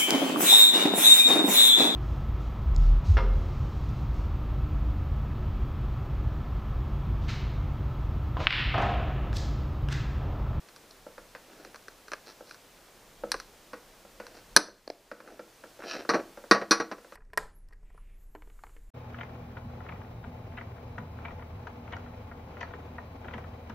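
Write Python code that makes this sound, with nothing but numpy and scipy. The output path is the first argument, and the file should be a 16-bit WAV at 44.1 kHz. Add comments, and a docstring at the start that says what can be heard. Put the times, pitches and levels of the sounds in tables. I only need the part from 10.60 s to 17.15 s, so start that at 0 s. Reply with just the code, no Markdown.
"""Faint clicks and grinding of cutting pliers on a thin steel cable, over the hiss and rumble of a
head-worn camera in a garage. A plastic spool bumps the hollow hull of a kayak. The strands snap, the
jaws ring and the pliers spring open. The cable scrapes over the hull in tiny slips, then spool and
pliers land in it with a clatter that rings its modes. The camera's gain ducks after the loudest blows."""
import sys
import numpy as np
from scipy import signal
from scipy.fft import rfft, irfft
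from scipy.io import wavfile
from scipy.ndimage import uniform_filter1d

SR = 44100
rng = np.random.default_rng(int(sys.argv[2]) if len(sys.argv) > 2 else 0)


def master(y):
    """Save y as 16-bit WAV."""
    cut = np.clip(np.atleast_2d(y).T, -1, 1)
    pcm = np.round(cut * 32767)  # scale
    wavfile.write(sys.argv[1], SR, pcm.astype(np.int16))


N = 288987


def gain_of(db):
    """Decibels to amplitude."""
    return 10 ** (np.asarray(db) / 20)


def unit_rms(x):
    """Scales to rms 1."""
    return x / np.sqrt(np.mean(x ** 2) + 1e-20)


def unit_blow(x):
    """Scales to the energy of 10 ms at rms 1."""
    return x * np.sqrt(SR / 100 / (np.sum(x ** 2) + 1e-20))


def at_hz(points, hz):
    """Interpolates a table on a log-frequency axis."""
    points_hz, value = np.transpose(points)
    return np.interp(np.log(hz + 1), np.log(points_hz + 1), value)


def add(mix, start_s, sound):
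    """Mixes a sound in at start_s."""
    part = mix[round(start_s * SR):][:len(sound)]
    part += sound[:len(part)]


def band(x, low_hz, high_hz):
    """Causal band-pass."""
    return signal.sosfilt(signal.butter(2, [low_hz, high_hz], "band", fs=SR, output="sos"), x)


def noise(spectrum):
    """Steady shaped noise at rms 1."""
    shape = gain_of(at_hz(spectrum, np.fft.rfftfreq(N, 1 / SR)))
    return unit_rms(irfft(rfft(rng.standard_normal(N)) * shape, N))


def ring(hz, level_db, t60_s):
    """Free modes decaying after a blow."""
    t = np.arange(SR // 2)[:, None] / SR
    sign = (-1) ** np.arange(len(hz))
    modes = sign * gain_of(level_db - 60 * t / t60_s) * np.sin(2 * np.pi * hz * t)
    return unit_blow(modes.sum(1))


# air and microphone hiss: freq_hz, density_db
HISS_SPECTRUM = [(40, -17.5), (100, -4.5), (250, -2.5), (500, 0.5), (800, -3), (1700, -7.5), (3000, -10),
                 (6000, -12), (10000, -16.5), (15400, -18)]
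# camera rumble: freq_hz, density_db
RUMBLE_SPECTRUM = [(10, -28), (22, -4), (30, -1), (42, -4.5), (55, -17), (110, -18.5), (200, -17.5),
                   (400, -35.5), (2000, -78)]
# camera sway: time_s, rumble_db
SWAY = [(0.0, -78), (0.11, -68), (0.63, -63), (2.3, -72), (2.66, -57), (3.24, -68), (3.96, -57),
        (4.78, -72), (5.99, -66), (6.5, -69)]

def background(hiss_db=-56.5):
    """Room air, microphone hiss and the rumble of the swaying camera."""
    rumble_db = np.interp(np.arange(N) / SR, *np.transpose(SWAY))
    return gain_of(hiss_db) * noise(HISS_SPECTRUM) + gain_of(rumble_db) * noise(RUMBLE_SPECTRUM)


# left-right hiss difference: freq_hz, density_db
SIDE_SPECTRUM = [(18, -78), (30, -50.5), (187, -1), (378, -1), (3960, -4), (15400, -7)]

def side_hiss(level_db=-67.5):
    """Hiss that differs between the ears."""
    return gain_of(level_db) * noise(SIDE_SPECTRUM)


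# room decay: freq_hz, t60_s
GARAGE_DECAY = [(150, .45), (600, .36), (1500, .32), (5000, .32), (9000, .25), (15000, .16)]

def garage(x, delay_s=.012):
    """Dense reflections of random sign, each band decaying at its own rate."""
    taps = rng.choice([-1., 1.], SR) * (rng.random(SR) < .1)
    hz, t, spectra = signal.stft(taps, SR, nperseg=256)
    decay = gain_of(-60 * t / at_hz(GARAGE_DECAY, hz)[:, None])
    tail = signal.istft(spectra * decay, SR, nperseg=256)[1]
    tail = np.pad(tail / np.linalg.norm(tail), (int(delay_s * SR), 0))
    return signal.fftconvolve(x, tail)[:N]


# case response: freq_hz, gain_db
CASE_RESPONSE = [(60, 3), (180, 5), (400, 0), (900, 1), (1700, 0), (2100, -1), (2500, 3), (3300, -3),
                 (4200, 1), (5100, -1), (6200, 1), (6900, -7), (7800, -3), (9600, 1), (12000, -1),
                 (15000, 4)]

def camera_case(x, size=2048):
    """The case colours the sound passing through it: a minimum-phase filter."""
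    log_gain = np.log(gain_of(at_hz(CASE_RESPONSE, abs(np.fft.fftfreq(size, 1 / SR)))))
    taps = np.fft.ifft(np.exp(np.conj(signal.hilbert(log_gain)))).real
    return signal.oaconvolve(x, taps[:size // 2])[:N]


# contact registers (thud, clack, tick, fizz): low_hz, high_hz
REGISTERS = [(280, 691), (1000, 1782), (3950, 5510), (7800, 11000)]

def contact(levels_db, t60_s, bass_hold, sharp):
    """A sharp push and a dense, short ring per register; low registers last longer."""
    t = np.arange(SR // 2) / SR
    out = np.zeros(len(t))
    push = sharp * unit_blow(t == 0)
    for (low_hz, high_hz), level_db in zip(REGISTERS, levels_db):
        register_t60_s = t60_s * (REGISTERS[1][0] / low_hz) ** bass_hold
        burst = unit_blow(rng.standard_normal(len(t)) * gain_of(-60 * t / register_t60_s))
        out += gain_of(level_db) * unit_blow(band(burst + push, low_hz, high_hz))
    return out


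def register_levels(material_db, level_db, hardness_db_per_oct):
    """Material sets the balance of the four registers; hardness tilts it about the clack."""
    octaves = np.log2(REGISTERS).mean(1)
    return level_db + np.array(material_db) + hardness_db_per_oct * (octaves - octaves[1])


# cable rasping over an edge: pitch_hz, level_db, t60_s
CABLE_MODES = [(670, -3, .06), (1290, -3, .05), (1700, -2, .05), (2450, -4, .06), (2590, -1, .06),
               (2850, -4, .06), (3080, 0, .05), (4040, -3, .04), (4250, -3, .04), (5200, -3, .03),
               (5570, -2, .04), (5950, -4, .04)]

def friction(length_s, slips_per_s=550, hiss_gain=.07):
    """Tiny slips of twisted strands. Rows at rms 1: four registers, then the ringing cable."""
    chance, size, hiss = rng.random(SR), rng.standard_normal(SR), rng.standard_normal(SR)
    n = int(length_s * SR)
    slips = ((chance < slips_per_s / SR) * size + hiss_gain * hiss)[:n]
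    rasp = signal.fftconvolve(slips, ring(*np.transpose(CABLE_MODES)))[:n]
    return np.array([unit_rms(band(slips, *edges_hz)) for edges_hz in REGISTERS] + [unit_rms(rasp)])


# steel sliding on steel: start_s, length_s, level_db, hardness_db_per_oct
GRIND_STROKES = [(0.295, .037, -62, 5), (0.845, .31, -58, -2), (1.646, .088, -53, 2), (1.849, .11, -61, 4),
                 (3.581, .18, -61, -1.5), (3.731, .091, -56, 0), (4.62, .17, -56, -4)]

def grinding(material_db=(0, -3, -4, -19.5), rasp_db=-10.5):
    """Each stroke is a swell of slips that sets the cable ringing."""
    out = np.zeros(N)
    for start_s, length_s, level_db, hardness in GRIND_STROKES:
        levels_db = [*register_levels(material_db, level_db, hardness), level_db + rasp_db]
        stroke = gain_of(levels_db) @ friction(length_s)
        swell = np.sin(np.linspace(0, np.pi, len(stroke)))
        add(out, start_s, stroke * swell)
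    return out


# cable drag: time_s, low_db, middle_db, high_db
SCRAPE_LEVELS = [(5.2, -46, -56, -64), (5.216, -55, -53, -68), (5.238, -43, -41, -55),
                 (5.262, -45, -60, -52), (5.31, -56, -47, -38), (5.356, -38.5, -41, -42),
                 (5.386, -48, -54, -56), (5.402, -45, -46, -52), (5.44, -52, -60, -65)]

def scrape():
    """The cable drags over the hull: plastic answers low, strands rasp high."""
    out = np.zeros(N)
    time_s, *curves_db = np.transpose(SCRAPE_LEVELS)
    thud, clack, tick, fizz, rasp = friction(time_s[-1] - time_s[0], slips_per_s=450)
    t = time_s[0] + np.arange(len(rasp)) / SR
    low, middle, high = (gain_of(np.interp(t, time_s, db)) for db in curves_db)
    hull = gain_of(.5) * (low * thud + middle * clack)
    steel = gain_of(-2.5) * tick + gain_of(-23.5) * fizz + gain_of(-3) * rasp
    add(out, time_s[0], hull + high * steel)
    return out


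# hull struck at places 0 and 1: pitch_hz, place0_db, place1_db, t60_s
HULL_MODES = [(205, -16, -15, .2), (328, -9, -5, .2), (468, -8, -14, .26), (1137, 2, -5, .22),
              (1278, -6, -16, .19), (1420, -6, -16, .17), (1491, -9, -8, .16), (1620, -15, -18, .2),
              (1728, -12, -22, .2), (1873, 4, -12, .14), (1938, -8, -14, .18), (2487, -18, -12, .08),
              (3745, -14, -18, .11), (3960, -11, -10, .13), (4226, -11, 0, .09), (4470, -15, -20, .13),
              (4651, -3, -17, .08), (5500, -17, -9, .1), (5722, -10, -3, .11), (5970, -10, -5, .07),
              (6255, -18, -24, .12), (6490, -30, -14, .09), (8258, -30, -26, .15), (9103, -22, -26, .12),
              (10180, -32, -21, .14)]

def hull_boom():
    """The three lowest modes of the hollow hull answer any jolt."""
    hz, mode_db, _, t60_s = np.transpose(HULL_MODES[:3])
    return ring(hz, mode_db, t60_s)


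def hull_blow(level_db, hardness, place, material_db=(-2.5, -.5, -10.5, -32), treble_hz=4500):
    """The place struck weights the modes; a soft landing spares the high ones."""
    hz, place0_db, place1_db, t60_s = np.transpose(HULL_MODES)
    levels_db = register_levels(material_db, level_db, hardness)
    tick_db = levels_db[2] - level_db
    mode_db = place0_db + place * (place1_db - place0_db)
    mode_db += .25 * tick_db * np.minimum(hz / treble_hz, 1) ** 2
    # louder blows last longer and ring disproportionately more
    blow = contact(levels_db, t60_s=.26 * gain_of(.35 * level_db), bass_hold=.23, sharp=.26)
    ring_db = 6.8 + 1.65 * level_db
    return gain_of(-3) * blow + gain_of(ring_db) * ring(hz, mode_db, t60_s)


# plastic spool: pitch_hz, level_db, t60_s
SPOOL_MODES = [(315, -13, .06), (485, 0, .05), (585, -2, .04), (700, -7, .03), (850, -12, .03),
               (1330, -10, .04), (1580, -18, .04)]
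# spool nudging the hull: start_s, ring_db, clack_re_ring_db
SPOOL_BUMPS = [(0.4658, -41.5, -28), (0.5803, -46, -0.5), (0.7504, -46.5, 3.5), (1.808, -43.5, -26),
               (2.6365, -30, -21), (3.1329, -40.5, -1), (3.141, -45.5, -2), (3.4493, -50.5, -15),
               (3.6006, -40, -2.5), (4.0842, -39.5, -6.5), (4.515, -34.5, -3), (4.6032, -46, 0.5),
               (4.676, -46, -2), (4.794, -37.5, -7.5), (5.0386, -43, -5), (5.1912, -47, -14),
               (5.45, -43, -5), (5.7734, -42, -7.5), (5.8393, -43.5, -11), (6.383, -45, -6.5),
               (6.4465, -47.5, -5.5), (6.5226, -45, -1.5)]

def spool(pitch_spread=.024, boom_db=-8):
    """Plastic on plastic: a soft clack and a short hollow ring that shifts with the grip."""
    out = np.zeros(N)
    hz, mode_db, t60_s = np.transpose(SPOOL_MODES)
    for start_s, ring_db, clack_re_ring_db in SPOOL_BUMPS:
        detune = 1 + pitch_spread * rng.uniform(-.86, 1)
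        clack_db = ring_db + clack_re_ring_db
        levels_db = (ring_db - 6, clack_db, clack_db - 15, clack_db - 28)
        knock = contact(levels_db, t60_s=.071, bass_hold=.2, sharp=.67)
        hollow = ring(hz * detune, mode_db, t60_s) + gain_of(boom_db) * hull_boom()
        add(out, start_s, knock + gain_of(ring_db) * hollow)
    return out


# landings and bounces: start_s, level_db, hardness_db_per_oct, second_touch_db, place_0_to_1
LANDINGS = [(5.491, -21, 1.5, 0, 0.42), (5.5362, -27, -2.5, 4.5, .5), (5.5591, -36, -1, -14, .4),
            (5.5946, -41.5, -7, -13, .5), (5.9112, -11, 2, -16, 0), (5.9465, -20.5, -2.5, -12, 0.1),
            (6.0146, -29.5, -3.5, -8.5, .15), (6.1095, -13.5, 5.5, -1.5, 1), (6.2, -21.5, -1, -8, 0.67),
            (6.3141, -30, -1.5, -6, 0.35)]

def clatter(second_touch_s=.0072, dulling_db_per_oct=1.5, boom_db=-9.5):
    """Spool and pliers land in the hull: one edge first, the other just after and duller."""
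    out = np.zeros(N)
    for start_s, level_db, hardness, second_touch_db, place in LANDINGS:
        first = hull_blow(level_db, hardness, place)
        second = hull_blow(level_db + second_touch_db, hardness - dulling_db_per_oct, place)
        add(out, start_s, first + gain_of(level_db + boom_db) * hull_boom())
        add(out, start_s + second_touch_s, second)
    return out


# jaws and cut end: pitch_hz, level_db, t60_s
JAW_MODES = [(1580, 0, .02), (1770, -6, .022), (2410, -15, .025), (4180, -11, .04), (4490, -10, .04),
             (4970, -9, .025), (5880, -3, .014), (9450, -8, .009)]
# jaws, pivot and cable clicking: start_s, level_db, hardness_db_per_oct, t60_s
JAW_CLICKS = [(0.0869, -54.5, 1.5, .05), (0.1621, -55, 6, .045), (1.0491, -47, -1.5, .03),
              (1.1452, -46.5, -3, 0.077), (1.159, -50.5, 2.5, .03), (1.283, -44, -2, .018),
              (1.4824, -48, 0, 0.036), (1.5182, -36.5, -2, 0.095), (1.5346, -34, -2.5, .032),
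              (1.911, -46.5, 0, 0.018), (1.9447, -53, 3, .046), (2.718, -30, 6.8, .035),
              (2.7421, -32.5, -5.5, .055), (2.8, -43, 3.5, 0.039), (3.667, -49.5, 2.5, .03)]
# pliers springing open: start_s, level_db, hardness_db_per_oct
OPENING_KNOCKS = [(4.2769, -31.5, 0.5), (4.301, -28, -0.5)]

def pliers(click_db=(-9, -1, -9.5, -25), opening_db=(.5, -14, -9.5, -33), ring_db=-5.5):
    """Dry steel clicks as the jaws seat, slip and open."""
    out = np.zeros(N)
    jaws = ring(*np.transpose(JAW_MODES))
    for start_s, level_db, hardness, t60_s in JAW_CLICKS:
        click = contact(register_levels(click_db, level_db, hardness), t60_s, bass_hold=.04, sharp=.88)
        add(out, start_s, click + gain_of(level_db + ring_db + min(hardness, 0)) * jaws)
    for start_s, level_db, hardness in OPENING_KNOCKS:
        levels_db = register_levels(opening_db, level_db, hardness)
        add(out, start_s, contact(levels_db, t60_s=.017, bass_hold=.04, sharp=.75))
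    return band(out, low_hz=370, high_hz=20000)  # a small tool radiates little bass


# strands cracking apart, then a duller, longer knock from the hull:
# start_s, thud_db, clack_db, tick_db, fizz_db, t60_s, ring_db
SNAP_BLOWS = [(3.964, -29, -19.5, -16, -20, .022, -10.5), (3.9705, -26, -23, -20, -32, .05, -23),
              (3.981, -24, -24, -27, -44, .16, -45)]

def snap(boom_db=-30):
    """The strands give way; the jaws slam shut and ring, and the hull answers."""
    out = np.zeros(N)
    jaws = ring(*np.transpose(JAW_MODES))
    for start_s, *levels_db, t60_s, ring_db in SNAP_BLOWS:
        blow = contact(levels_db, t60_s, bass_hold=.25, sharp=.3)
        add(out, start_s, blow + gain_of(ring_db) * jaws)
    add(out, SNAP_BLOWS[0][0], gain_of(boom_db) * hull_boom())
    return out


def scene():
    """Close sources with a little garage reverberation, in narrow stereo."""
    clicks, cut, bumps, drops, rubs = pliers(), snap(), spool(), clatter(), grinding() + scrape()
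    sources = np.array([clicks, cut, bumps, drops, rubs])
    to_room = gain_of([-17.5, -14, -12.5, -17, -13.5]) @ sources
    mid = camera_case(sources.sum(0) + garage(to_room)) + background()
    side = gain_of(-26.5) * camera_case(garage(to_room, delay_s=0)) + side_hiss()
    return np.array([mid + side, mid - side])


def record(dry, threshold_db=-17.5, recover_db_per_s=9, lag_s=.015, sense_hz=1300, edge_hz=15500):
    """Treble-sensing gain control ducks just after a loud blow and creeps back; then clip and low-pass."""
    sensed = band(dry[0], sense_hz, edge_hz)
    power_db = 10 * np.log10(abs(uniform_filter1d(sensed ** 2, size=220)) + 1e-12)
    samples = np.arange(N)
    recovery_db = samples * recover_db_per_s / SR
    held_db = np.maximum.accumulate(power_db + recovery_db) - recovery_db
    over_db = np.maximum(held_db - threshold_db, 0)
    duck_db = np.interp(samples - lag_s * SR, samples, uniform_filter1d(over_db, size=200))
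    clipped = np.clip(dry / gain_of(duck_db), -1, 1)
    low_pass = signal.firwin(511, edge_hz, window=("kaiser", 9), fs=SR)
    return signal.oaconvolve(clipped, low_pass[None], "same")


dry = scene()
out = record(dry)
master(out)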